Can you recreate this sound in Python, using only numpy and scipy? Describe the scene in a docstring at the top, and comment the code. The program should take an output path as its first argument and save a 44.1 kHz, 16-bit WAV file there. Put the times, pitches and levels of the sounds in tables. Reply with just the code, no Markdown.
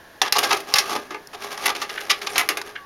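"""Loading a cassette into a video recorder

A plastic cassette is knocked against the slot, slid in and pushed home; the motor draws it in and
lowers it with rattles and clunks, the flap falls shut, and the motor whines on over a faint hum.
Contacts are decaying noise bursts; rattling, sliding and gears are trains of random tiny impacts.
Most of these excite the modes of shell and cabinet and a small room; a few dry ticks do not.
Struck modes are decaying sines, the motor and the hum unsteady sines."""
import sys
import numpy as np
from scipy import signal
from scipy.fft import rfft, irfft
from scipy.io import wavfile
from scipy.ndimage import uniform_filter1d

SR = 44100
rng = np.random.default_rng(int(sys.argv[2]) if len(sys.argv) > 2 else 0)


def generate_wav(sig):
    """Save sig (samples, or channels by samples) to the path in sys.argv[1] as 16-bit PCM at SR."""
    pcm = np.round(np.clip(np.atleast_2d(sig).T, -1, 1) * 32767).astype(np.int16)
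    wavfile.write(sys.argv[1], SR, pcm)


N = 125685  # samples

# Levels are relative: later gains, resonances and filters act on them.
# centres of the contact bands: (frequency [Hz])
CONTACT_HZ = (350, 900, 2200, 4900, 11000)
# single sharp contacts: (time [s], ring t60 [s], level in each contact band [dB] x 5)
CLACKS = [(0.2165, 0.052, -10, -6, -10.5, -3, -16), (0.3237, 0.038, -22.5, -16.5, -11, -1, -10.5),
          (.603, 0.048, -51, -39, -28, -28, -28.5), (0.7392, 0.028, -10.5, 3.5, -10, 5.5, -12),
          (0.757, 0.13, -22, -11, -11.5, -11, -18.5), (.784, 0.066, -19, -14, -10, -1, -13),
          (1.106, 0.15, -17, -25, -27, -30.5, -44), (1.145, 0.043, -18.5, -14.5, -21, -28, -43),
          (1.576, 0.038, -45, -16, -27, -21.5, -31), (1.816, 0.1, -27, -17, -16.5, -16, -28.5),
          (2.357, 0.14, -19, -14.5, -16, -15.5, -30), (2.3803, 0.041, -10.5, -16, -4, -7, -8.5),
          (2.489, 0.099, -10, -13, -12, -14, -19), (2.571, 0.059, -20, -19, -15, -17.5, -23)]
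# dry ticks, without cabinet or room; the one at 2.4893 s is the sharp onset of the 2.489 s clack:
# (time [s], ring t60 [s], level in each contact band [dB] x 5)
DRY_TICKS = [(1.272, 0.015, -36, -50, -68, -20, -30), (2.4893, 0.0084, -17, -13, -1, -2, -7),
             (2.615, 0.021, -35, -12, -14, -13, -27)]
CLACK_ATTACK_S, CLACK_GAIN_DB = 0.00018, -0.5
# spectrum edges: 60 Hz against the lowest contact band, 16 kHz against the highest
BASS_DB, TOP_DB = -37.5, -9.5

# parts that judder against each other: (time [s], length [s], level in each contact band [dB] x 5)
RATTLES = [(0.247, 0.038, -27.5, -23.5, -26, -26.5, -41.5), (0.354, 0.02, -24, -10.5, -23, -14, -32),
           (.383, 0.0085, -16.5, -14, -13.5, -9.5, -15.5), (.429, 0.025, -19, -17, -20.5, -16, -26.5),
           (0.505, 0.021, -21, -9.5, -17, -16.5, -34), (.526, 0.0057, -13, -19, -9, -11.5, -20.5),
           (.565, 0.01, -25, -35, -27.5, -25, -33), (0.893, 0.047, -21, -21, -31, -24.5, -36),
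           (.951, 0.015, -12, -13.5, -25, -23, -33.5), (1.33, 0.024, -31.5, -27.5, -36, -34, -45.5),
           (1.656, 0.013, -28, -16.5, -12.5, -17, -16.5), (1.677, 0.0082, -20, -11.5, -21, -15.5, -33),
           (1.69, 0.015, -27, -16, -21.5, -19, -31.5), (1.749, 0.018, -24, -28, -25.5, -26, -37),
           (1.892, 0.013, -34, -33, -23.5, -26.5, -43), (2.005, 0.011, -30.5, -45, -28, -31.5, -35),
           (2.096, 0.022, -25.5, -18.5, -13, -9, -24.5), (2.214, .018, -27.5, -34, -26.5, -28.5, -40),
           (2.265, 0.011, -35, -21, -21.5, -17.5, -35), (2.387, 0.027, -30, -18, -18, -22, -24.5)]
RATTLE_PER_S, RATTLE_SCATTER_DB, RATTLE_T60_S, RATTLE_SWELL_S = 1100, 2.5, 0.023, 0.003
CARRIAGE_GAIN_DB = 1  # common gain of rattles and squeaks

# modes of the free shell, rung by the first knock: (frequency [Hz], t60 [s], level [dB])
SHELL_MODES = [(767, 0.096, -14.5), (3380, 0.1, -20), (3580, 0.01, -1)]
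# heaviest blows, which shake the whole machine: (time [s], frequency [Hz], level [dB])
THUDS = [(0.737, 137, -32.5), (2.377, 101, -34.5)]
THUD_T60_S = 0.08

# shell rubbing along the guides: (time [s], level [dB])
SLIDE_LEVEL = [(.33, -27), (.46, -22.5), (.55, -24), (.63, -40), (.73, -27.5), (.84, -28.5), (.985, -31),
               (1.05, -42), (1.2, -55), (1.37, -48), (1.43, -25), (1.495, -37.5), (1.525, -24.5),
               (1.57, -37.5), (1.655, -19.5), (1.73, -40.5), (1.84, -23)]
# spectrum of the rubbing: (frequency [Hz], level [dB])
SLIDE_COLOUR = [(60, -22.5), (200, -6), (380, -0.5), (900, 0), (2200, -6), (5000, -4.5), (11000, -13),
                (16000, -21)]
SLIDE_PER_S, SLIDE_SCATTER_DB, SLIDE_T60_S = 630, 3, 0.041

# loading gears: (time [s], level [dB])
GEAR_LEVEL = [(1.82, -53), (1.92, -33.5), (2.03, -34), (2.19, -38.5), (2.33, -29), (2.64, -43.5),
              (2.68, -35), (2.76, -51)]
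# spectrum of the gears: (frequency [Hz], level [dB])
GEAR_COLOUR = [(100, -13.5), (450, 7), (1200, -4.5), (1700, -1.5), (2600, -4), (5000, -5), (11000, -10),
               (16000, -22)]
GEAR_PER_S, GEAR_SCATTER_DB, GEAR_T60_S = 550, 3, 0.02

# carriage lever scuffing along its cam: (time [s], length [s], level [dB])
SCUFFS = [(1.961, 0.0046, -22), (1.977, 0.0067, -13.5), (2.754, 0.0097, -20.5)]
# modes of the lever: (frequency [Hz], width [Hz], gain [dB])
LEVER_MODES = [(1696, 460, 2.5), (2200, 450, -3.5), (2830, 800, -5.5)]

# squeaks of the carriage; their level is before the carriage gain
SQUEAK_SPAN_S, SQUEAK_RANGE_HZ = (2.29, 2.35), (5500, 10000)
SQUEAK_T60_S, SQUEAK_DB = 0.02, -34

# loading motor: (time [s], whine frequency [Hz], level [dB])
MOTOR = [(2.2, 1170, -56), (2.6, 1172, -44), (2.65, 1162, -50.5), (2.77, 1150, -57), (2.79, 1146, -43.5),
         (2.85, 1114, -47)]
WHINE_WAVER = 0.001  # share of the frequency

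# modes of cassette and cabinet: (frequency [Hz], width [Hz], gain [dB])
BODY_MODES = [(409.4, 23.3, 8.5), (722, 23, 4), (832, 35.4, 7.5), (1206, 107, 11), (1637, 40, 7.5),
              (2050, 380, 1), (2655, 370, -3.5), (3340, 68, -4), (5410, 130, -7)]
BODY_DIRECT_DB = 0.5
# upper modes shift as the cassette is held differently (standard deviation, share of frequency)
MODE_SHIFT = 0.025

# diffuse tail of the room by band: (frequency [Hz], level [dB], t60 [s])
ROOM_BANDS = [(363, -1.5, 0.43), (980, -4, 0.15), (2340, -7.5, 0.16), (5400, -14.5, 0.13),
              (11100, -13, 0.13)]
ROOM_DELAY_S, ROOM_BUILD_S = 0.0074, 0.0038

# spectrum of the hiss: (frequency [Hz], spectral density [dB per Hz])
AIR_COLOUR = [(30, -18), (962, -13), (1220, -22.5), (1670, -10), (2060, -21), (16000, -35.5)]
AIR_DB = -47
# tones of the steady hum: (frequency [Hz], level [dB])
HUM = [(1082, -63), (1717, -62)]
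HUM_WAVER = 0.0054  # share of the frequency

# microphone response: (frequency [Hz], gain [dB])
MIC_RESPONSE = [(6300, -0.5), (7450, -7), (7900, -20.5), (8150, -14), (8700, -4.5), (11500, 2),
                (16000, -6.5)]
CUTOFF_HZ = 16100


def clacks(rows, through_cabinet, size=8192):
    """Impact excitation: edges, latches and the flap strike once, as noise that decays exponentially."""
    out, t = np.zeros(N), np.arange(size) / SR
    attack = np.minimum(t / CLACK_ATTACK_S, 1)
    for start, t60, *band_dbs in rows:
        ring = rng.standard_normal(size) * fade(t, t60) * attack
        hit = contact(ring, band_dbs)
        add(out, start, cabinet(hit) if through_cabinet else hit)
    return undb(CLACK_GAIN_DB) * out


def rattles(size=8192):
    """Repeated impact: loose reels and the carriage bounce in quick runs that swell as the parts meet."""
    out = np.zeros(N)
    swell = np.sqrt(np.minimum(np.arange(size) / SR / RATTLE_SWELL_S, 1))
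    for start, length, *band_dbs in RATTLES:
        run = chatter(int(length * SR), RATTLE_PER_S, RATTLE_SCATTER_DB, RATTLE_T60_S, size)
        add(out, start, cabinet(contact(swell * run, band_dbs)))
    return undb(CARRIAGE_GAIN_DB) * out


def contact(x, band_dbs):
    """Spectral shaping: a contact is set by its own balance of thump, body and crack."""
    bass = (60, band_dbs[0] + BASS_DB)
    top = (16000, band_dbs[-1] + TOP_DB)
    return colour(x, [bass, *zip(CONTACT_HZ, band_dbs), top])


def knocks():
    """Free modal decay: the hand-held shell rings hollow and the chassis thuds as damped sines."""
    out = np.zeros(N)
    first_knock = CLACKS[0][0]
    for hz, t60, db in SHELL_MODES:
        add(out, first_knock, ping(hz, t60, db))
    for start, hz, db in THUDS:
        add(out, start, ping(hz, THUD_T60_S, db))
    return out


def slide():
    """Stick-slip friction: the shell moves along the guides in many tiny slips."""
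    slips = chatter(N, SLIDE_PER_S, SLIDE_SCATTER_DB, SLIDE_T60_S, N)
    return colour(slips * gain_curve(SLIDE_LEVEL), SLIDE_COLOUR)


def scuffs():
    """Resonant stick-slip: brief slips drive the lever's modes twice over, giving a rounded chirp."""
    slips = np.zeros(N)
    for start, length, db in SCUFFS:
        run = chatter(int(length * SR), RATTLE_PER_S, RATTLE_SCATTER_DB, RATTLE_T60_S, N)
        add(slips, start, undb(db) * run)
    return resonate(resonate(slips, LEVER_MODES), LEVER_MODES)


def squeaks(count=14):
    """High-mode excitation: the sinking carriage gives off tiny damped sines just before it lands."""
    out = np.zeros(N)
    for when, pitch in rng.random((count, 2)):
        start = np.interp(when, (0, 1), SQUEAK_SPAN_S)
        hz = np.interp(pitch, (0, 1), SQUEAK_RANGE_HZ)
        add(out, start, ping(hz, SQUEAK_T60_S, SQUEAK_DB))
    return undb(CARRIAGE_GAIN_DB) * out


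def gears():
    """Tooth impact: plastic gear teeth whirr as a dense train of tiny uneven blows."""
    teeth = chatter(N, GEAR_PER_S, GEAR_SCATTER_DB, GEAR_T60_S, N)
    return colour(teeth * gain_curve(GEAR_LEVEL), GEAR_COLOUR)


def motor():
    """Rotational tone: the small motor's whine sags in frequency under load."""
    return tone(curve(MOTOR), WHINE_WAVER) * gain_curve(MOTOR, axis=2)


def cabinet(x):
    """Modal resonance: the two lowest modes stay put, the others shift a little at each excitation."""
    lowest, second, *upper = BODY_MODES
    shifted = [(hz * (1 + MODE_SHIFT * rng.standard_normal()), width, db) for hz, width, db in upper]
    return undb(BODY_DIRECT_DB) * x + resonate(x, [lowest, second] + shifted)


def room(x, size=24000):
    """Diffuse reverberation: a noise tail decays band by band, the lows lasting longest."""
    t = np.arange(size) / SR
    f = np.maximum(np.fft.rfftfreq(size, 1 / SR), 1)
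    log_centres = np.log(np.array(ROOM_BANDS)[:, 0])
    build = np.clip((t - ROOM_DELAY_S) / ROOM_BUILD_S, 0, 1)
    noise, tail = rfft(rng.standard_normal(size)), 0
    # each row of the identity selects one band, crossfading into its neighbours
    for share, (_, db, t60) in zip(np.eye(len(ROOM_BANDS)), ROOM_BANDS):
        band = irfft(noise * np.interp(np.log(f), log_centres, share))
        envelope = fade(t, t60) * build
        tail = tail + undb(db) * band * envelope / np.linalg.norm(envelope)
    return x + signal.fftconvolve(x, tail)[:N]


def background():
    """Stationary noise and tones: soft hiss and the hum of idling equipment."""
    air = colour(rng.standard_normal(N), AIR_COLOUR)
    hum = sum(undb(db) * tone(hz, HUM_WAVER) for hz, db in HUM)
    return undb(AIR_DB) * air / air.std() + hum


def chatter(count, per_s, scatter_db, t60, size):
    """Random impact train: uneven blows over count samples, each ringing as noise; rms 1 while they last."""
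    hit = rng.random(size) < per_s / SR
    hit[0], hit[count:] = True, False
    scatter = scatter_db * np.clip(rng.standard_normal(size), -2, 2)
    energy = hit * undb(scatter) ** 2
    keep = fade(1 / SR, t60) ** 2  # share of power kept per sample
    power = signal.lfilter([1 - keep], [1, -keep], energy * count / energy.sum())
    return np.sqrt(power) * rng.standard_normal(size)


def ping(hz, t60, db):
    """Damped oscillation: one struck mode whose onset grows over its first cycle."""
    t = np.arange(SR // 4) / SR
    onset = np.minimum(t * hz, 1)
    return undb(db) * np.sin(2 * np.pi * hz * t) * fade(t, t60) * onset


def resonate(x, modes):
    """Modal superposition: x drives a sum of (frequency [Hz], width [Hz], gain [dB]) resonances."""
    return sum(undb(db) * signal.lfilter(*signal.iirpeak(hz, hz / width, fs=SR), x)
               for hz, width, db in modes)


def tone(hz, waver, rate=25):
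    """Frequency modulation: a sine of rms 1 whose frequency drifts at random."""
    k = int(SR / rate)
    drift = uniform_filter1d(np.repeat(rng.standard_normal(N // k + 1), k), k)[:N]
    phase = 2 * np.pi * np.cumsum(hz * (1 + waver * drift)) / SR
    return np.sqrt(2) * np.sin(phase)


def colour(x, points, size=2048):
    """Minimum-phase filtering: a causal response through (frequency [Hz], gain [dB]) points."""
    hz, db = np.array(sorted(points)).T
    f = np.maximum(np.fft.rfftfreq(size, 1 / SR), 1)
    cepstrum = irfft(np.log(undb(np.interp(np.log(f), np.log(hz), db))))
    # folding the cepstrum onto positive time makes the filter causal
    cepstrum[1:size // 2] *= 2
    cepstrum[size // 2 + 1:] = 0
    impulse = irfft(np.exp(rfft(cepstrum)))
    return signal.fftconvolve(x, impulse)[:len(x)]


def fade(t, t60):
    """Exponential decay: the level falls by 60 dB in t60 seconds."""
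    return np.exp(-np.log(1000) * t / t60)


def undb(db):
    """Logarithmic level: decibels to amplitude gain."""
    return 10 ** (np.asarray(db) / 20)


def curve(rows, axis=1):
    """Linear interpolation: one column of a table, joined by straight lines in time."""
    rows = np.array(rows)
    return np.interp(np.arange(N) / SR, rows[:, 0], rows[:, axis])


def gain_curve(rows, axis=1):
    """Level envelope: a dB column as gain, silent before its first and after its last point."""
    t = np.arange(N) / SR
    return undb(curve(rows, axis=axis)) * (t >= rows[0][0]) * (t <= rows[-1][0])


def add(out, start, x):
    """Superposition: mix x into out at a time in seconds."""
    i = max(int(start * SR), 0)
    out[i:i + len(x)] += x[:max(N - i, 0)]


def scene():
    """Superposition of sources: five groups each excite a room tail of their own, the rest stays dry."""
    roomy = (
        clacks(CLACKS, through_cabinet=True),
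        rattles() + cabinet(squeaks()),
        cabinet(slide()),
        cabinet(gears()),
        scuffs(),
    )
    dry_ticks = clacks(DRY_TICKS, through_cabinet=False)
    mix = sum(room(part) for part in roomy) + dry_ticks + knocks() + motor() + background()
    return mix[None]


def record(dry):
    """Transducer response: a small microphone with a notch near 8 kHz clips peaks and loses the top."""
    heard = np.clip(colour(dry[0], MIC_RESPONSE), -1, 1)
    lowpass = signal.ellip(10, 0.2, 70, CUTOFF_HZ, fs=SR, output="sos")
    return signal.sosfilt(lowpass, heard)[None]


dry = scene()
out = record(dry)
generate_wav(out)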